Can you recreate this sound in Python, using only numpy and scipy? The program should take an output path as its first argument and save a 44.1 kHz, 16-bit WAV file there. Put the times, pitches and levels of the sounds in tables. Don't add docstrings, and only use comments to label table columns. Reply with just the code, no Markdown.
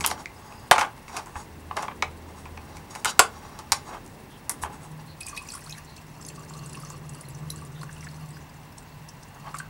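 import sys
import numpy as np
from scipy import signal
from scipy.io import wavfile
from scipy.ndimage import uniform_filter1d

SR = 44100
rng = np.random.default_rng(int(sys.argv[2]) if len(sys.argv) > 2 else 0)


def wav_out(sig):
    wavfile.write(sys.argv[1], SR, np.round(np.clip(np.atleast_2d(sig).T, -1, 1) * 32767).astype(np.int16))


N = 427329


def undb(db):
    return np.exp(np.asarray(db) * np.log(10) / 20)


def level(x, db):
    return x * undb(db) / np.sqrt(np.mean(x ** 2))


def band(x, lo_hz, hi_hz):
    sos = signal.butter(2, [lo_hz, min(hi_hz, .45 * SR)], "band", fs=SR, output="sos")
    return signal.sosfilt(sos, x)


def ring(x, hz, width_hz):
    return signal.lfilter(*signal.iirpeak(hz, hz / width_hz, fs=SR), x)


def steep(x, hz, width_hz):
    return ring(ring(x, hz, width_hz), hz, 2 * width_hz)


def curves(rows):
    s, *columns = np.transpose(rows)
    return [np.interp(np.arange(N) / SR, s, c) for c in columns]


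def add(out, s, x):
    i = int(s * SR)
    out[i:i + len(x)] += x[:N - i]


def fade(t, t60):
    return np.exp(-np.log(1000) * t / t60)


def walk(rate):
    k = int(SR / rate)
    held = np.repeat(rng.standard_normal(N // k + 1), k)
    return 0.58 * uniform_filter1d(uniform_filter1d(held, k), k)[:N]


# (frequency [Hz], density [dB per Hz])
AIR_SPECTRUM = [(15, -37), (25, -8), (105, 4), (157, 1), (292, -4), (404, -41), (462, -16), (1070, -5),
                (1320, -17.5), (1990, -13), (2400, -26), (2670, -25), (3700, -22.5), (14700, -36),
                (15900, -23)]
AIR_DB = -47.5
WHINE_HZ, WHINE_DB = 15721, -67.5
WHISTLE_HZ, WHISTLE_WIDTH_HZ, WHISTLE_DB = 2693, 230, -65


def shop():
    air, swell, points = 0, walk(0.69), np.array(AIR_SPECTRUM)
    for hz in 30 * 2 ** np.arange(0, 9.2, .5):
        density_db = np.interp(np.log(hz), np.log(points[:, 0]), points[:, 1])
        db = density_db + 1.0 * swell + 0.18 * walk(3.2)
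        air = air + undb(db) * band(rng.standard_normal(N), hz / 2 ** 0.34, hz * 2 ** 0.19)
    whistle = level(steep(rng.standard_normal(N), WHISTLE_HZ, WHISTLE_WIDTH_HZ), WHISTLE_DB)
    electric_whine = undb(WHINE_DB) * np.sin(2 * np.pi * WHINE_HZ * np.arange(N) / SR)
    return level(air, AIR_DB) + whistle + electric_whine


# (time [s], level [dB])
RUMBLE_LEVELS = [(0.0, -43.5), (0.29, -53.5), (1.21, -53), (1.89, -48.5), (3.67, -53.5), (3.88, -48),
                 (4.34, -53.5), (4.67, -50), (5.02, -55), (5.94, -57), (6.45, -50), (7.34, -52),
                 (8.28, -55.5), (9.07, -59), (9.69, -59)]


def rumble():
    wash = level(band(rng.standard_normal(N), 158, 454), 0)
    return undb(curves(RUMBLE_LEVELS)[0] + 0.66 * walk(5.6)) * wash


# (time [s], upper tone level [dB], lower tone level [dB])
DRONE_LEVELS = [(0.0, -40, -47), (0.13, -79, -53), (0.38, -85, -67), (1.97, -56.5, -47), (4.34, -60, -63.5),
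                (4.5, -59, -74), (4.64, -57, -50), (4.91, -46, -73), (5.1, -53, -64), (5.53, -81, -55),
                (5.61, -55, -75), (5.67, -52, -81), (7.4, -39.5, -54), (7.64, -44, -48), (7.72, -42, -61),
                (8.07, -43.5, -51), (8.26, -41, -61), (8.83, -56.5, -58), (9.64, -48, -79),
                (9.69, -51, -66)]
UPPER_HZ, LOWER_HZ = 154, 80.3
UNDERTONE_HZ, UNDERTONE_DB = 136.8, -7
THRUM_HZ, THRUM_DB = 37.6, -62.5


def drone():
    upper_db, lower_db = curves(DRONE_LEVELS)
    # (level [dB], pitch [Hz], scale of the pitch wavering [Hz])
    tones = ((upper_db, UPPER_HZ, 1.2), (lower_db, LOWER_HZ, 2.3),
             (upper_db + UNDERTONE_DB, UNDERTONE_HZ, 5), (THRUM_DB, THRUM_HZ, 3))
    out = np.zeros(N)
    for db, hz, waver_hz in tones:
        loudness = np.sqrt(2) * undb(db + 6.8 * walk(12))
        out += loudness * np.sin(2 * np.pi * np.cumsum(hz + waver_hz * walk(57)) / SR)
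    return out


# (middle [s], length [s], centre [Hz], level [dB])
HISS_EVENTS = [(.372, 0.038, 5000, -59), (.55, 0.34, 4900, -60.5), (.5, 0.41, 6600, -66),
               (3.084, 0.067, 2930, -35), (4.34, 0.091, 3280, -59), (5.105, 0.095, 4200, -55.5),
               (5.904, 0.11, 4200, -53), (7.783, 0.089, 3540, -57), (8.354, 0.063, 4940, -56)]
HISS_WIDTH_HZ = 390


def hisses():
    out = np.zeros(N)
    for s, length_s, hz, db in HISS_EVENTS:
        k = int(length_s * SR)
        hiss = level(steep(rng.standard_normal(k), hz, HISS_WIDTH_HZ), db)
        add(out, s - length_s / 2, hiss * np.hanning(k) ** .5)
    return out * undb(4 * walk(45))


def bubble(hz, t60, rise):
    t = np.arange(int(t60 * SR) + 8) / SR
    tone = np.sin(2 * np.pi * hz * t * (1 + rise * t / t60))
    return tone * fade(t, t60) * (1 - np.exp(-t * hz / 2.0))


def splat(hz, t60):
    t = np.arange(int(1.5 * t60 * SR)) / SR
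    cluster = np.zeros(SR // 5)
    add(cluster, 0, bubble(hz, 0.74 * t60, rise=0.014))
    for late, pitch, size in rng.random((3, 3)):
        follower = bubble(hz * 2 ** (.6 * (pitch - .5)), 0.5 * t60, rise=0.05)
        add(cluster, 0.019 * late, undb(-6.5 - 10 * size) * follower)
    noise = rng.standard_normal(len(t))
    tick = band(band(noise * fade(t, 0.11 * t60), 3400, 11200), 3400, 11200)
    spray = steep(noise * fade(t, 0.62 * t60) * (1 - np.exp(-t / 0.00052)), hz, 0.21 * hz)
    return undb(-10) * cluster[:len(t)] + undb(-12) * tick + spray


PLOP_DB, PLOP_T60_S = -9.5, 0.017


def plop(hz, t60):
    tone = bubble(hz, t60, rise=0.053)
    t = np.arange(len(tone)) / SR
    noise = rng.standard_normal((2, len(t))) * (1 - np.exp(-t / 0.0021))
    splash = band(noise[0] * fade(t, PLOP_T60_S), .6 * hz, 1.7 * hz)
    rough = steep(noise[1], hz, 0.21 * hz) * fade(t, t60)
    splash *= undb(PLOP_DB) / np.abs(splash).max()
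    return tone + splash + undb(-5) * rough / np.abs(rough).max()


def swarm(per_s, centre_hz, octaves, spread_db, fewest_cycles, more_cycles):
    out, start = np.zeros(N), JET_FLOW[0][0]
    running_s = N / SR - start
    for when, pitch, other, size, cycles in rng.random((int(per_s * running_s), 5)):
        hz = centre_hz * 2 ** (octaves * (pitch + other - 1))
        t60 = (fewest_cycles + more_cycles * cycles ** 2) / hz
        add(out, start + when * running_s, undb(spread_db * size ** 3) * bubble(hz, t60, rise=0.017))
    return out


# (time [s], fizz level [dB])
JET_FLOW = [(5.181, -63), (5.25, -55.5), (5.75, -55), (5.85, -60), (6.12, -61.5), (6.27, -59.5), (6.9, -54),
            (7.02, -63), (7.12, -58), (7.7, -62), (8.05, -56.5), (8.38, -60), (8.45, -62.5), (9.25, -64.5),
            (9.55, -59), (9.64, -70)]
SPRAY_DB, SPRAY_SWELL_S, SPRAY_T60_S = -17.5, 0.0053, 0.061


def jet():
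    out, t = undb(curves(JET_FLOW)[0]), np.arange(int(.2 * SR)) / SR
    puff = np.concatenate([np.linspace(0, 1, int(SPRAY_SWELL_S * SR)), fade(t, SPRAY_T60_S)])
    for s, db, _ in DROP_SPLATS:
        add(out, s - SPRAY_SWELL_S, undb(db + SPRAY_DB) * puff)
    return out


# (first pitch [Hz], pitch once the parts are covered [Hz], width [Hz], gain [dB])
JAR_RINGS = [(1066, 1124, 84, 3), (2520, 2740, 85, -0.5), (4300, 4350, 79, -6.5), (5770, 5950, 37, -8.5)]
COVERED_S = (5, 6.5)


def jar(shake):
    late = np.interp(np.arange(N) / SR, COVERED_S, (0, 1))
    out = np.zeros(N)
    for early_hz, late_hz, width, db in JAR_RINGS:
        out += undb(db) * (ring(shake * (1 - late), early_hz, width) + ring(shake * late, late_hz, width))
    return out


# (time [s], peak level [dB], pitch of the trapped bubble [Hz])
DROP_SPLATS = [(5.2085, -27.5, 9400), (5.232, -30.5, 4870), (5.266, -27, 8350), (5.2852, -25.5, 8930),
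               (5.296, -34, 5900), (5.364, -34, 5600), (5.3675, -34, 3860), (5.376, -30, 4580),
               (5.42, -46, 9050), (5.45, -43, 8740), (5.475, -38, 7160), (5.4886, -29, 5800),
               (5.503, -30, 4480), (5.521, -29, 8000), (5.5387, -27.5, 9000), (5.5517, -28.5, 10000),
               (5.5772, -39, 9700), (5.6072, -42, 10100), (5.6424, -39, 8360), (5.6635, -36.5, 4340),
               (5.695, -34, 5270), (5.7087, -31, 6440), (5.7247, -30, 4050), (5.781, -40.5, 10700),
               (5.9664, -44, 4330), (5.9768, -43, 6100), (6.214, -37, 7300), (6.225, -39, 5300),
               (6.2495, -32, 6240), (6.265, -30.5, 9500), (6.2866, -30, 7400), (6.36, -44, 4500),
               (6.3949, -40, 7260), (6.4492, -42, 8910), (6.497, -40, 7430), (6.537, -39.5, 4200),
               (6.551, -45, 7800), (6.576, -42, 6200), (6.592, -39, 4350), (6.6605, -34, 8160),
               (6.695, -35.5, 7750), (6.7321, -40, 8620), (6.753, -34, 9800), (6.772, -38, 5330),
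               (6.8009, -37, 10100), (6.8493, -36, 5930), (6.902, -28.5, 7130), (7.0935, -33, 8100),
               (7.15, -38, 9150), (7.21, -32.5, 9360), (7.286, -36, 10900), (7.3493, -35, 5930),
               (7.5025, -24, 10800), (7.504, -30.5, 5950), (7.5597, -33.5, 7600), (7.5877, -40, 8640),
               (7.613, -43, 8700), (7.6505, -38.5, 8880), (7.814, -38, 4320), (7.8314, -38, 8900),
               (7.928, -36, 8100), (8.008, -37, 5550), (8.0466, -39, 5930), (8.087, -39, 4400),
               (8.306, -43, 8200), (8.7828, -34.5, 8550), (9.0885, -34.5, 5650), (9.232, -37, 5900),
               (9.5424, -40, 7600), (9.55, -35, 7460), (9.57, -38, 4600), (9.586, -27.5, 8630),
               (9.588, -37, 4700)]
SPLAT_T60_S = 0.027
# (time [s], nominal peak [dB], pitch [Hz], t60 [s])
BUBBLES_AND_PINGS = [(5.21, -36, 2514, 0.051), (5.2728, -36.5, 2450, 0.054), (5.3358, -47, 2440, 0.05),
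                     (5.3667, -37, 1930, 0.031), (5.374, -28, 2484, 0.044), (5.534, -37, 1380, 0.024),
                     (5.5495, -32.5, 1100, 0.029), (5.671, -37.5, 1280, 0.034), (5.699, -43.5, 2510, 0.094),
                     (5.7792, -37, 1730, 0.035), (5.979, -42.5, 2630, 0.049), (6.3, -42, 2580, 0.03),
                     (6.376, -41, 1132, 0.045), (6.5068, -36, 1054, 0.019), (6.55, -45, 1142, 0.061),
                     (6.625, -45, 1130, 0.059), (6.747, -36, 2656, 0.037), (6.769, -38, 1050, 0.03),
                     (6.902, -36, 1020, 0.018), (7.153, -37, 1270, 0.022), (7.814, -39, 1040, 0.03),
                     (7.8312, -27.5, 1260, 0.013), (7.892, -35.5, 1640, 0.036), (7.965, -42, 2800, 0.024),
                     (8.0272, -39, 2140, 0.024), (8.0676, -32.5, 1740, 0.036), (8.368, -35.5, 1630, 0.026),
                     (9.542, -24.5, 1260, 0.027), (9.556, -38, 2180, 0.023), (9.6, -25, 1526, 0.028)]
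FIZZ_PER_S, FIZZ_HZ, FIZZ_OCTAVES = 1000, 7360, 0.95
GURGLES_PER_S, GURGLE_DB = 91, -45


def pour():
    single = np.zeros(N)
    for s, db, hz in DROP_SPLATS:
        drop = splat(hz, SPLAT_T60_S)
        add(single, s, undb(db) * drop / np.abs(drop).max())
    for s, db, hz, t60 in BUBBLES_AND_PINGS:
        add(single, s, undb(db) * plop(hz, t60))

    grains = swarm(FIZZ_PER_S, FIZZ_HZ, FIZZ_OCTAVES, 13, 6.6, 126)
    mist = sum(undb(4.7 * walk(80)) * steep(rng.standard_normal(N), hz, hz / 4)
               for hz in (3440, 4720, 5530, 7860, 9200, 10140))
    fizz = (level(grains, 0) + level(mist, 0.25)) * undb(10 * walk(83))
    fizz /= np.sqrt(uniform_filter1d(fizz ** 2, SR // 12) + 1e-3)
    flow = jet()
    fizz *= flow

    surge = (uniform_filter1d(flow, SR // 4) / undb(-54)) ** 1.16
    gurgle = undb(GURGLE_DB) * surge * swarm(GURGLES_PER_S, 1670, 1.02, 10.4, 12.4, 28)
    flowing = np.arange(N) > JET_FLOW[0][0] * SR
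    drumming = level(band(rng.standard_normal(N), 460, 13800), -47.5)
    stream = flowing * drumming * surge * undb(15.0 * walk(25))
    wet = single + fizz + gurgle
    return wet + jar(wet + stream)


# (time [s], peak level [dB])
JUG_THUDS = [(1.361, -29.5), (3.722, -36), (4.632, -34)]
THUD_HZ, THUD_T60_S = 77, 0.15


def thuds():
    out, t = np.zeros(N), np.arange(int(.3 * SR)) / SR
    for s, db in JUG_THUDS:
        add(out, s, undb(db) * np.sin(2 * np.pi * THUD_HZ * t) * fade(t, THUD_T60_S))
    return out


# (frequency [Hz], width [Hz], gain [dB])
BENCH_MODES = [(436, 40, -5), (851, 58, 3), (996, 120, -5), (1096, 75, -8), (1487, 120, -18),
               (2058, 42, -7.5), (2510, 110, -13), (2740, 56, -17), (3110, 48, -12)]
# (loudest at [s], swell [s], die-away [s], dull part [dB], bright part [dB], bright centre [Hz])
HAND_RUBS = [(0.075, 0.13, 0.022, -37, -33, 7500), (0.112, 0.05, 0.035, -37, -30, 5600),
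             (0.2, 0.086, 0.062, -45, -43.5, 6300), (0.5, 0.43, 0.42, -50.5, -56, 7500),
             (1.085, 0.018, 0.14, -62, -48, 6450), (1.182, 0.09, 0.057, -33, -36.5, 5800),
             (1.391, 0.053, 0.056, -39.5, -37, 7100), (1.769, 0.01, 0.13, -30.5, -37.5, 5900),
             (2.3, 0.25, 0.16, -51.5, -60, 6040), (2.41, 0.11, 0.067, -62, -51, 7500),
             (2.568, 0.16, 0.12, -54, -64.5, 6300), (2.766, 0.14, 0.064, -47, -48, 5570),
             (2.91, 0.011, .02, -51, -39, 6650), (2.962, 0.045, 0.029, -43, -41.5, 6860),
             (3.0, .02, 0.015, -48, -41, 7000), (3.063, 0.0084, 0.071, -32, -25.5, 4420),
             (3.099, 0.032, 0.026, -56, -29, 6400), (3.45, 0.93, .4, -49, -51, 5560),
             (3.59, 0.11, 0.14, -54, -62, 6090), (3.89, 0.079, 0.089, -55, -43.5, 6500),
             (3.942, 0.091, 0.051, -34.5, -55, 5890), (4.504, 0.019, 0.034, -40, -39, 9400),
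             (4.627, 0.015, 0.027, -61, -30.5, 9000), (4.66, 0.061, 0.094, -39.5, -59, 6770),
             (4.73, 0.011, 0.056, -46.5, -45, 8000), (4.834, 0.035, 0.09, -48, -47.5, 8000),
             (5.0, 0.017, 0.029, -46, -50, 5000), (9.37, 0.018, 0.015, -44, -69, 6780),
             (9.468, 0.037, .06, -35, -51, 5770)]
RUB_SPAN_DB = 20


def handling():
    grit = rng.standard_normal((2, N)) * undb(12.4 * rng.random((2, N)) ** 6)
    modes = sum(undb(db) * ring(grit[0], hz, width) for hz, width, db in BENCH_MODES)
    dull = band(grit[0], 490, 1340) + undb(9.0) * modes
    dull = level(band(dull, 330, 2740), 0)
    centres = 4000 * 2 ** np.arange(0, 1.7, .25)
    shades = np.array([level(steep(grit[1], hz, hz / 9), -7.5) for hz in centres])
    out, t = np.zeros(N), np.arange(N) / SR
    for s, swell_s, die_s, dull_db, bright_db, bright_hz in HAND_RUBS:
        near = slice(max(int((s - 2 * swell_s) * SR), 0), int((s + 2 * die_s) * SR))
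        away = np.maximum((s - t[near]) / swell_s, (t[near] - s) / die_s)
        touch = undb(-RUB_SPAN_DB * away ** 1.23)
        shade_db = -12 * abs(np.log2(centres / bright_hz)) - 10 * (centres > 10500)
        bright = undb(shade_db) @ shades[:, near]
        out[near] += touch * (undb(dull_db) * dull[near] + undb(bright_db) * bright)
    return out * undb(5 * walk(60))


# (time [s], body peak [dB], body centre [Hz], crack above body [dB], crack centre [Hz],
#  snap above body [dB], snap centre [Hz], ring length, of which each part takes a share [s])
TOOL_KNOCKS = [(0.008, -27, 900, 6.5, 2320, 13.5, 5150, 0.054),
               (0.041, -15, 1030, 1, 3190, -10, 4520, 0.077),
               (0.047, -18.5, 1010, 6.5, 2770, 0, 4540, 0.079),
               (0.063, -23, 1020, 7, 3200, 23.5, 10200, 0.092), (0.102, -28, 900, -3, 2200, 4, 4900, 0.04),
               (0.1127, -15, 910, -14, 2240, -0.5, 4900, 0.035),
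               (0.178, -34.5, 1100, -6, 1500, -12, 5000, 0.04),
               (0.258, -44, 1740, 22.5, 2120, -21, 5960, 0.047), (0.524, -44, 900, 6, 2620, 6, 4900, 0.03),
               (0.712, 1, 756, 5, 2700, -0.5, 7700, 0.079), (0.754, -14.5, 834, -4, 2250, -13, 5050, 0.16),
               (0.781, -6.5, 1250, -13, 2460, -9, 5970, 0.23), (0.794, -22, 840, -1, 2950, 10, 5400, 0.23),
               (0.812, -13, 830, 3, 1870, -11, 5070, 0.1), (0.966, -38, 816, -16, 2180, -4, 4770, 0.17),
               (1.081, -34.5, 1010, 0, 2250, -8, 6220, 0.14),
               (1.167, -19.5, 930, -2.5, 2630, 5, 5500, 0.14), (1.26, -33, 845, -10, 2030, 3, 7600, 0.18),
               (1.353, -26.5, 850, -36, 2090, -28, 8330, 0.082),
               (1.71, -19, 790, -32, 2240, -38, 6110, 0.03),
               (1.768, -15.5, 950, -27, 2090, -4, 5540, 0.067),
               (1.825, -21, 845, -19, 2180, -2, 6400, 0.11),
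               (1.882, -21.5, 1030, -10, 2020, -17, 4970, 0.029),
               (1.912, -34, 1000, -17, 2000, -19, 5000, 0.044),
               (2.024, -11, 900, 1.5, 2270, -6, 4870, 0.058),
               (2.456, -34.5, 885, 1.5, 2400, -11, 5740, 0.063),
               (2.575, -32, 816, 0, 2380, -20, 4920, 0.065), (2.769, -42.5, 900, 5, 2120, 13, 5530, 0.074),
               (2.952, -27.5, 800, 0.5, 2130, 7, 4860, 0.08),
               (3.047, -12.5, 1320, -1, 2930, 7.5, 7500, 0.19),
               (3.193, 3.5, 1020, 4, 1550, 3.5, 7800, 0.053), (3.1997, -2, 960, -4, 1500, 1, 6040, 0.053),
               (3.59, -32, 767, -14, 4490, 9, 4800, 0.07), (3.72, -12.5, 910, 4, 2300, 18.5, 5040, 0.047),
               (4.063, -49, 900, -22, 2200, 17, 8000, 0.043), (4.078, -51, 900, -20, 2200, 16, 7500, 0.044),
               (4.495, -25, 960, -0.5, 1920, 20, 9400, 0.15),
               (4.632, -14.5, 990, -40, 2560, -8, 8600, 0.069)]
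BODY_WIDTH_HZ = 270
THUMP_DB, LOW_CLICK_DB = -18.5, -12.5
CRACK_WIDTH_HZ, CRACK_WIDENS = 1500, .3


def knocks():
    out, t = np.zeros(N), np.arange(SR // 4) / SR
    for s, peak_db, body_hz, crack_db, crack_hz, snap_db, snap_hz, t60 in TOOL_KNOCKS:
        rattle = rng.standard_normal((3, len(t)))
        lumps_db = 5 * np.repeat(rng.standard_normal(len(t) // 128 + 1), 128)[:len(t)]
        rattle *= undb(lumps_db)
        rattle[:, 0] += 14
        push, tap, flick = (r * fade(t, share * t60) for r, share in zip(rattle, (.8, .45, .55)))
        contact_s = 0.000091 * undb(-.8 * crack_db)
        push = push * (1 - np.exp(-t / contact_s))

        body = sum(undb(db - 13 * abs(np.log2(hz / body_hz))) * ring(push, hz, width)
                   for hz, width, db in BENCH_MODES)
        body += undb(-4.5) * ring(push, body_hz, BODY_WIDTH_HZ)
        body = band(band(body, 674, 3860), 674, 3860)
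        body += undb(THUMP_DB) * band(push, 307, 520)
        body += undb(LOW_CLICK_DB) * band(push * fade(t, 0.0095), 45, 310)

        crack_width_hz = CRACK_WIDTH_HZ * undb(CRACK_WIDENS * peak_db)
        crack = band(steep(tap, crack_hz, crack_width_hz), 1040, 11600)
        clatter = band(band(tap, 1430, 7000), 1560, 7200)
        crack += undb(-5.0 + 0.4 * peak_db) * clatter
        snap = steep(flick, snap_hz, 3200) + undb(-6.5) * band(flick, 4900, 10160)

        parts = ((body, 0), (crack, crack_db), (snap, snap_db))
        add(out, s, undb(peak_db) * sum(undb(db) * x / np.abs(x).max() for x, db in parts))
    return out


ROOM_T60_S, ROOM_DB = 0.21, -12


def room(near):
    t = np.arange(int(.5 * SR)) / SR
    walls = np.zeros(len(t))
    # (octave centre [Hz], gain [dB])
    for hz, db in ((500, 3.5), (1000, -4.0), (2000, -0.5), (4000, -2.5), (8000, -1.0)):
        octave = band(rng.standard_normal(len(t)), hz / 2 ** .5, hz * 2 ** .5)
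        walls += octave * fade(t, ROOM_T60_S * (1000 / hz) ** 0.18) * undb(db)
    walls *= t > .004
    return undb(ROOM_DB) * signal.fftconvolve(near, walls / np.sqrt(np.sum(walls ** 2)))[:N]


def scene():
    near = knocks() + pour()
    hands = handling() + thuds() + hisses()
    background = drone() + rumble() + shop()
    return (near + room(near) + hands + background)[None]


TOP_HZ = 16000


def record(dry):
    top_cut = signal.ellip(10, .2, 80, TOP_HZ, fs=SR, output="sos")
    return signal.sosfilt(top_cut, np.clip(dry, -1, 1))


dry = scene()
out = record(dry)
wav_out(out)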